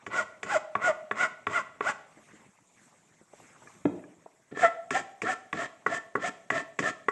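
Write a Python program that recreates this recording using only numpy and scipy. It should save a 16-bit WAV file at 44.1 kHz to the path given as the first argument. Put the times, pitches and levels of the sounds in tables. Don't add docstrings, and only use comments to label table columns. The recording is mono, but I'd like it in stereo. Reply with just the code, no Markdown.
import sys
import numpy as np
from scipy import signal
from scipy.fft import rfft, irfft, next_fast_len
from scipy.io import wavfile
from scipy.ndimage import uniform_filter1d

SR = 44100
rng = np.random.default_rng(int(sys.argv[2]) if len(sys.argv) > 2 else 0)


def persist_wave(psi):
    counts = np.round(np.clip(psi, -1, 1) * 32767).astype(np.int16)
    wavfile.write(sys.argv[1], SR, np.atleast_2d(counts).T)


N = 313551

# touch in seconds;
# delays to bearing down, hardest push and stop in seconds; levels of rasp, chip hiss, settling judder,
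# stopping judder and singing teeth in dB; delay and hold of the singing in seconds, its swell in dB per
# second; delay to the fastest slipping in seconds, that slip rate in Hz, run-up and run-out in seconds;
# rate that slowing teeth cling to in Hz; base levels of the second and third harmonics in dB.
STROKES = [ (.064, 0.037, 0.11, 0.18, -32, -40.5, -39, -36.5, -38.5, 0.13, 0.015, 347, 0.11, 740, .11, 0.082, 498, 2.5, -1),
           (.43, 0.014, 0.11, 0.16, -31.5, -38.5, -38, -46, -27.5, 0.12, 0.015, 398, 0.096, 830, 0.072, .063, 604, -4.5, -9.5),
           (.752, 0.047, 0.11, 0.17, -32.5, -39.5, -36, -43, -29, 0.13, 0.029, 354, 0.11, 730, .13, 0.083, 602, -5, -9),
           (1.111, 0.032, 0.1, 0.17, -34.5, -39.5, -39.5, -60, -38.5, 0.11, 0.029, 300, 0.11, 739, .093, 0.089, 510, 3, 3.5),
           (1.468, 0.0069, 0.082, .16, -34.5, -43, -36.5, -50, -43.5, 0.093, 0.034, 295, 0.093, 700, 0.08, 0.08, 518, 7.5, 6.5),
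           (1.807, 0.0067, 0.08, 0.12, -32.5, -39.5, -50.5, -66, -36.5, 0.058, 0.024, 350, 0.096, 840.5, 0.081, .09, 620, 3.1, -2.5),
           (4.512, 0.034, 0.11, 0.18, -31, -41, -38.5, -47, -21, 0.123, 0.015, 1800, 0.11, 750, 0.092, 0.061, 672.2, -8, -10.5),
           (4.905, 0.0011, 0.048, .12, -30.5, -39, -34, -40, -29, 0.051, 0.017, 500, 0.069, 799, .069, 0.19, 645, -11, -9),
           (5.218, .001, 0.098, 0.13, -31.5, -40.5, -30, -64, -35.5, 0.067, 0.021, 400, 0.078, 750.7, 0.099, 0.12, 619, 0.5, -6),
           (5.529, 0.0022, 0.077, 0.15, -32.5, -44.5, -30.5, -59, -43.5, 0.078, 0.016, 400, 0.087, 688, 0.083, 0.15, 620, -3.5, -4.5),
           (5.862, 0.0023, 0.088, 0.13, -31, -42.5, -34.5, -53, -39, 0.064, 0.0081, 500, 0.071, 700, .053, 0.06, 590, -20, -5),
           (6.153, 0.033, .12, 0.147, -31.5, -39.5, -32.5, -38.5, -35, .088, 0.013, 500, 0.11, 752, 0.058, 0.064, 573, -5, -2.5),
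           (6.502, .001, 0.058, 0.13, -30.5, -44, -32, -43, -40, 0.048, 0.026, 398, 0.051, 672.6, 0.12, 0.084, 528, -7.5, -8),
           (6.789, .001, 0.087, 0.13, -29.5, -40, -31, -37.5, -42, 0.061, 0.027, 400, 0.099, 649, 0.11, 0.1, 527, -0.5, -8.5),
           ]
# frequency in Hz, time to decay 60 dB in seconds before the file
# damps it, and weights in dB for filing the first edge, filing the second edge and a landing.
BOARD_MODES = [(108.7, 0.12, -35, -39, -23.5), (210, 0.16, -39.5, -28.5, -22), (310, 0.041, -39.5, -4, -9),
               (421.5, 0.039, -29.5, -3.5, 5.5), (643, 0.14, 4, -43, -36), (700, 0.032, 6.5, 9.5, -0.5),
               (900, 0.22, 0, -11, -22), (1122.5, 0.05, 15, 3, 6.5), (1352, 0.053, 1.5, 9, -0.5),
               (1422, 0.033, 18, -43, 3), (1712, 0.043, 4.5, 6.5, 3.5), (1783, 0.086, -19, 11, -17.5),
               (1945, 0.045, 14.5, -3.5, 3), (2280, 0.014, -57, -3.5, 7), (2340, 0.014, -19, -20, -30.5),
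               (2496, 0.033, -61, -45, -10.5), (2997, 0.021, -22.5, 0, -13), (3475, 0.012, -34, -37, -7)]
TURNED_S = 3.0


def filing():
    hz, t60, first_edge_db, second_edge_db, _ = np.transpose(BOARD_MODES)
    low = hz < 500
    t = np.arange(SR // 5) / SR
    board, chip_envelope = np.zeros(N), np.zeros(N)
    for row in STROKES:
        touch, down, hardest, stop = row[:4]
        rasp_db, hiss_db = pressure_levels(t, down, hardest, stop, *row[4:6])
        judder_db = judder_level(t, stop, *row[6:8])
        teeth, cycles = tooth_slips(t, *row[8:])
        catches, clumps = tooth_catches(len(t))
        contact = np.clip(np.minimum(t, stop - t) / 0.0063, 0, 1)
        mode_db = first_edge_db if touch < TURNED_S else second_edge_db
        drives = ((amp(rasp_db) * catches, ~low, 0.6), (amp(judder_db) * catches, low, 0.8),
                  (teeth, ~low, 0.4))
        for force, modes, decay_share in drives:
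            response = ring(hz[modes], mode_db[modes], decay_share * t60[modes])
            add(board, touch, signal.fftconvolve(force * contact, response / np.linalg.norm(response)))
        add(board, touch, amp(-12.5) * teeth * contact)
        tooth_pulse = 1 + 0.25 * np.cos(2 * np.pi * cycles)
        add(chip_envelope, touch, amp(hiss_db) * contact * clumps ** 0.13 * tooth_pulse)
    board = signal.lfilter([1, -1], [1, -0.985], board)
    return board, chip_envelope


def tooth_slips(t, sing_db, onset, hold, swell, fastest, top_hz, run_up, run_out, cling_hz, two_db, three_db):
    level_db = sing_db - swell * np.maximum(onset - t, 0)
    level_db -= 802 * np.maximum(t - onset - hold, 0)
    speeding = t < fastest
    arch_hz = top_hz * (1 - ((t - fastest) / np.where(speeding, run_up, run_out)) ** 2)
    slip_hz = np.maximum(arch_hz, np.where(speeding, 250, cling_hz))
    cycles = np.cumsum(slip_hz * (1 + 0.011 * flicker(len(t), size=300))) / SR
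    cycles += 0.045 * flicker(len(t), size=90)
    lift_db = np.minimum(0.59 * (level_db.max() - level_db), 16.5)
    overtones_db = [db + lift_db for db in (two_db, three_db, three_db - 3.5, three_db - 2)]
    force = np.zeros(len(t))
    for harmonic, db in enumerate([0, *overtones_db], start=1):
        chatter_db = 2 * flicker(len(t), size=350)
        force += amp(level_db + db + chatter_db) * np.cos(2 * np.pi * harmonic * cycles)
    return force * (slip_hz / top_hz) ** 3.1, cycles


def tooth_catches(count, per_second=3000):
    clumps = amp(2.54 * flicker(count, size=200))
    strength = amp(3.6 * np.minimum(rng.exponential(1, count), 4))
    caught = rng.random(count) < per_second / SR
    return unit_rms(clumps * strength * caught * rng.choice([-1, 1], count)), clumps


def pressure_levels(t, down, hardest, stop, rasp_db, hiss_db):
    rising = t < hardest
    bearing_down = (t - down) / (hardest - down)
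    easing_off = 1 - abs((t - hardest) / (stop - hardest)) ** 2.4
    pressure = np.clip(np.where(rising, bearing_down, easing_off), 0.055, 1)
    decades = np.log10(pressure)
    rasp_db = rasp_db + decades * np.where(rising, 15, 23.5) - 30 * (t < down)
    hiss_db = hiss_db + decades * np.where(rising, 31.5, 26)
    rattle_db = -42 - 885.5 * t
    return power_sum_db(rasp_db, rattle_db), hiss_db


def judder_level(t, stop, settle_db, halt_db):
    settling_db = settle_db - 292 * abs(t - 0.007)
    halting_db = halt_db - 10 * ((t - stop + 0.011) / 0.011) ** 2
    return power_sum_db(settling_db, halting_db)


# start in seconds, peak levels of the low, middle, high
# and top mode groups in dB, level of the steel's snap in dB.
LANDINGS = [(.064, -42, -31.5, -31, -29.5, -46), (.43, -35.5, -28.5, -27.5, -24, -39),
            (.752, -28.5, -14, -24.5, -22.5, -51.5), (1.111, -26, -19, -19.5, -23, -49),
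            (1.468, -30.5, -18, -24.5, -20.5, -47), (1.807, -22.5, -18.5, -28, -25.5, -53),
            (4.512, -48.5, -59, -73, -57, -87), (4.572, -27.5, -34, -47, -43, -59),
            (4.906, -47, -23, -24.5, -22, -34), (5.218, -36, -30, -29, -19.5, -36.5),
            (5.528, -38, -23.5, -23, -22, -43.5), (5.863, -22.5, -13, -17, -26, -43.5),
            (6.153, -20, -15.5, -21, -32, -49.5), (6.502, -29, -18, -15, -21, -38),
            (6.789, -26, -22, -19, -19.5, -32), (7.084, -17.5, -14, -16.5, -23.5, -43)]


def landings():
    hz, t60, _, _, landing_db = np.transpose(BOARD_MODES)
    groups = np.digitize(hz, (500, 1600, 2100))
    out = np.zeros(N)
    for start, *peaks_db, _ in LANDINGS:
        mode_db = landing_db + 2.47 * rng.standard_normal(len(hz))
        for group, peak_db in enumerate(peaks_db):
            modes = groups == group
            hit = ring(hz[modes], mode_db[modes], 0.8 * t60[modes], contact_s=0.00095)
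            add(out, start, at_peak(hit, peak_db))
    return out


# frequency in Hz, relative spectral density in dB.
CHIP_SPECTRUM = [(1500, -39.5), (2500, -4), (3470, -11.5), (3900, -23), (4300, -22.5), (4800, -12),
                 (5800, -12), (7380, -5), (8700, -16.5), (9200, -33.5), (11700, -31.5), (13000, -49.5)]


def chips_and_snaps(chip_envelope):
    t = np.arange(2000) / SR
    snaps = np.zeros(N)
    for start, *_, snap_db in LANDINGS:
        add(snaps, start, amp(snap_db - 60 * t / 0.081) * np.minimum(t / 0.002, 1))
    return (chip_envelope + snaps) * diffuse_noise(CHIP_SPECTRUM, patchy_db=0.5)


# frequency in Hz, weight in dB, 60 dB decay time in seconds.
BENCH_MODES = [(113, -10.5, 0.098), (186.3, -8.5, 0.17), (294, 3, 0.075), (339, -4.5, 0.076),
               (494, -9, 0.076), (604, -1, 0.033), (900, -4, 0.018), (1350, -15, 0.033),
               (1704, -19.5, 0.05), (2060, -22, 0.052), (2480, -13.5, 0.013), (3250, -24, 0.02),
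               (3780, -26.5, 0.018)]


def bench_knock(start=3.853, peak_db=-11):
    out = np.zeros(N)
    add(out, start, at_peak(ring(*np.transpose(BENCH_MODES), contact_s=0.0016), peak_db))
    return out


# start in seconds, peak level in dB, pitch in Hz, 60 dB decay time in seconds.
HAND_TAPS = [(2.172, -45.5, 315, 0.038), (2.334, -46, 310, 0.081), (2.42, -53.5, 356, 0.02),
             (2.464, -49.5, 248.5, 0.027), (2.586, -52, 913, 0.025), (2.939, -52.5, 1183, .018),
             (3.213, -46.5, 350, 0.028), (3.333, -39.5, 600, 0.032), (3.399, -43, 765, .02),
             (3.561, -47.5, 1050, 0.023), (3.618, -46, 900, 0.071), (3.672, -39.5, 1710, 0.044),
             (3.993, -49.5, 1890, .02), (4.038, -43.5, 1675, 0.034), (4.26, -35, 665, 0.021)]


def hand_taps():
    out = np.zeros(N)
    for start, peak_db, pitch_hz, t60 in HAND_TAPS:
        tap = ring(pitch_hz * np.array([0.7, 1, 1.4]), np.array([-4, 0, -6]), t60, contact_s=0.0014)
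        add(out, start, at_peak(tap, peak_db))
    return out


# frequency in Hz, 60 dB decay time in seconds.
ROOM_DECAY = [(100, 0.58), (300, 0.52), (700, 0.67), (1500, 0.41), (4000, 0.56), (9000, 0.28)]


def reverberation(sound):
    echoes = np.zeros((2, SR // 2))
    slots = np.arange(300, SR // 2 - 20, 20)
    arrivals = slots + rng.integers(0, 20, (2, len(slots)))
    np.put_along_axis(echoes, arrivals, rng.choice([-1., 1.], arrivals.shape), 1)
    echoes[1] = 0.74 * echoes[0] + 0.7 * echoes[1]
    hz, t, bands = signal.stft(echoes, SR, nperseg=256)
    tail = signal.istft(bands * amp(-60 * t / curve_at(ROOM_DECAY, hz)[:, None]), SR, nperseg=256)[1]
    return signal.fftconvolve(sound, tail / np.linalg.norm(tail[0]), axes=1)[:, :N]


# time in seconds, low noise level in dB, brushing level in dB.
# The room's ring from an earlier stroke fades in the first 0.07 s, leaving the low murmur.
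BACKGROUND_LEVELS = [(0, -53, -86), (.07, -60.5, -75.5), (1.95, -60, -93), (2.1, -59.5, -69.5),
                     (2.36, -55, -64.5), (2.6, -66.5, -78), (2.83, -60, -62.5), (3.02, -63, -72.5),
                     (3.27, -63.5, -73), (3.399, -56.5, -59), (3.55, -58, -66), (3.68, -55, -61),
                     (3.931, -62, -67.5), (4.3, -64, -85.5), (4.48, -69, -91)]
# frequency in Hz, relative spectral density in dB.
LOW_SPECTRUM = [(18, -28.5), (30, -15.5), (133, -5.5), (488, -13.5), (577, -12), (1040, -14), (1180, -12),
                (1280, -15.5), (2030, -13), (4500, -33), (5850, -46.5), (9900, -120)]
BRUSH_SPECTRUM = [(2060, -44), (3500, -15.5), (4100, -20.5), (4900, -20), (5600, -13), (7440, -6.5),
                  (8000, -8.5), (8800, -13.5), (9300, -25), (11700, -20.5), (13000, -56.5)]


def shop_and_brushing(steady_hiss_db=-69.5):
    times, low_db, brush_db = np.transpose(BACKGROUND_LEVELS)
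    t = np.arange(N) / SR
    low_gain = amp(np.interp(t, times, low_db, right=-64))
    hiss_gain = np.hypot(amp(np.interp(t, times, brush_db, right=-76)), amp(steady_hiss_db))
    low_noise = low_gain * diffuse_noise(LOW_SPECTRUM, patchy_db=3.5)
    return low_noise + hiss_gain * diffuse_noise(BRUSH_SPECTRUM, patchy_db=2.5)


# frequency in Hz, correlation from 0 to 1.
COHERENCE = [(60, 0.037), (180, 0.75), (500, 0.43), (1000, 0.46), (2000, 0), (9000, 0)]


def diffuse_noise(spectrum, patchy_db):
    hz = np.fft.rfftfreq(512, 1 / SR)
    a, b, c, d, patches = rng.standard_normal((N // 128 + 5, 257, 5)).T
    patches = uniform_filter1d(patches, size=8, axis=0)
    patches = unit_rms(uniform_filter1d(patches, size=10, axis=1))
    coherence = curve_at(COHERENCE, hz)[:, None]
    left = a + 1j * b
    right = coherence * left + np.sqrt(1 - coherence ** 2) * (c + 1j * d)
    bands = np.array([left, right]) * amp(curve_at(spectrum, hz)[:, None] + patchy_db * patches)
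    return unit_rms(signal.istft(bands, nperseg=512, noverlap=384)[1][:, :N])


# frequency in Hz, lead of the right ear in radians.
PHASE_LEAD = [(100, .5), (250, .35), (500, .6), (1000, .7), (2000, 1.2), (4000, 1.5)]


def phase_spread(sound):
    size = next_fast_len(N)
    half_lead = np.exp(0.5j * curve_at(PHASE_LEAD, np.fft.rfftfreq(size, 1 / SR)))
    return irfft(rfft(sound, size) * np.array([1 / half_lead, half_lead]), size)[:, :N]


def ring(hz, db, t60, contact_s=1e-4):
    t = np.arange(SR // 6)[:, None] / SR
    modes = amp(db - 60 * t / t60) * np.sin(2 * np.pi * hz * t)
    return modes.sum(1) * (1 - np.exp(-(t[:, 0] / contact_s) ** 2))


def flicker(count, size):
    return unit_rms(uniform_filter1d(rng.standard_normal(count), size=size))


def amp(db):
    return 10 ** (np.asarray(db) / 20)


def power_sum_db(*levels_db):
    return 10 * np.log10(sum(amp(level) ** 2 for level in levels_db))


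def unit_rms(x):
    return x / np.sqrt(np.mean(x ** 2) + 1e-20)


def at_peak(x, db):
    return amp(db) * x / abs(x).max()


def curve_at(points, hz):
    point_hz, values = np.transpose(points)
    return np.interp(np.log(hz + 1), np.log(point_hz + 1), values)


def add(mix, start, sound):
    part = mix[round(start * SR):][:len(sound)]
    part += sound[:len(part)]


def scene():
    board, chip_envelope = filing()
    chips = chips_and_snaps(chip_envelope)
    knock = bench_knock()
    direct = phase_spread(board + landings() + hand_taps() + knock) + chips
    room = reverberation(amp(-13.5) * direct + amp(-17) * knock)
    return direct + room + shop_and_brushing()


# frequency in Hz, left minus right in dB.
BALANCE = [(60, 2.5), (94, 14), (150, 5.5), (230, 0.5), (900, 0.5), (2210, 4), (3470, 3), (5450, -4),
           (8550, 0.5)]


def record(dry, bass_cut_hz=119, treble_cut_hz=11650):
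    hz = np.linspace(0, SR / 2, 2049)
    lean_db = curve_at(BALANCE, hz) / 2
    bass_gain = np.maximum(1 / np.sqrt(1 + (bass_cut_hz / (hz + 1)) ** 7), amp(-14.5))
    colours = np.array([signal.firwin2(2047, hz, bass_gain * amp(side * lean_db), fs=SR)
                        for side in (1, -1)])
    coloured = signal.oaconvolve(dry, colours, "same", axes=1)
    low_pass = signal.firwin(511, treble_cut_hz, window=("kaiser", 9), fs=SR)
    return signal.oaconvolve(coloured, low_pass[None], "same")


dry = scene()
out = record(dry)
persist_wave(out)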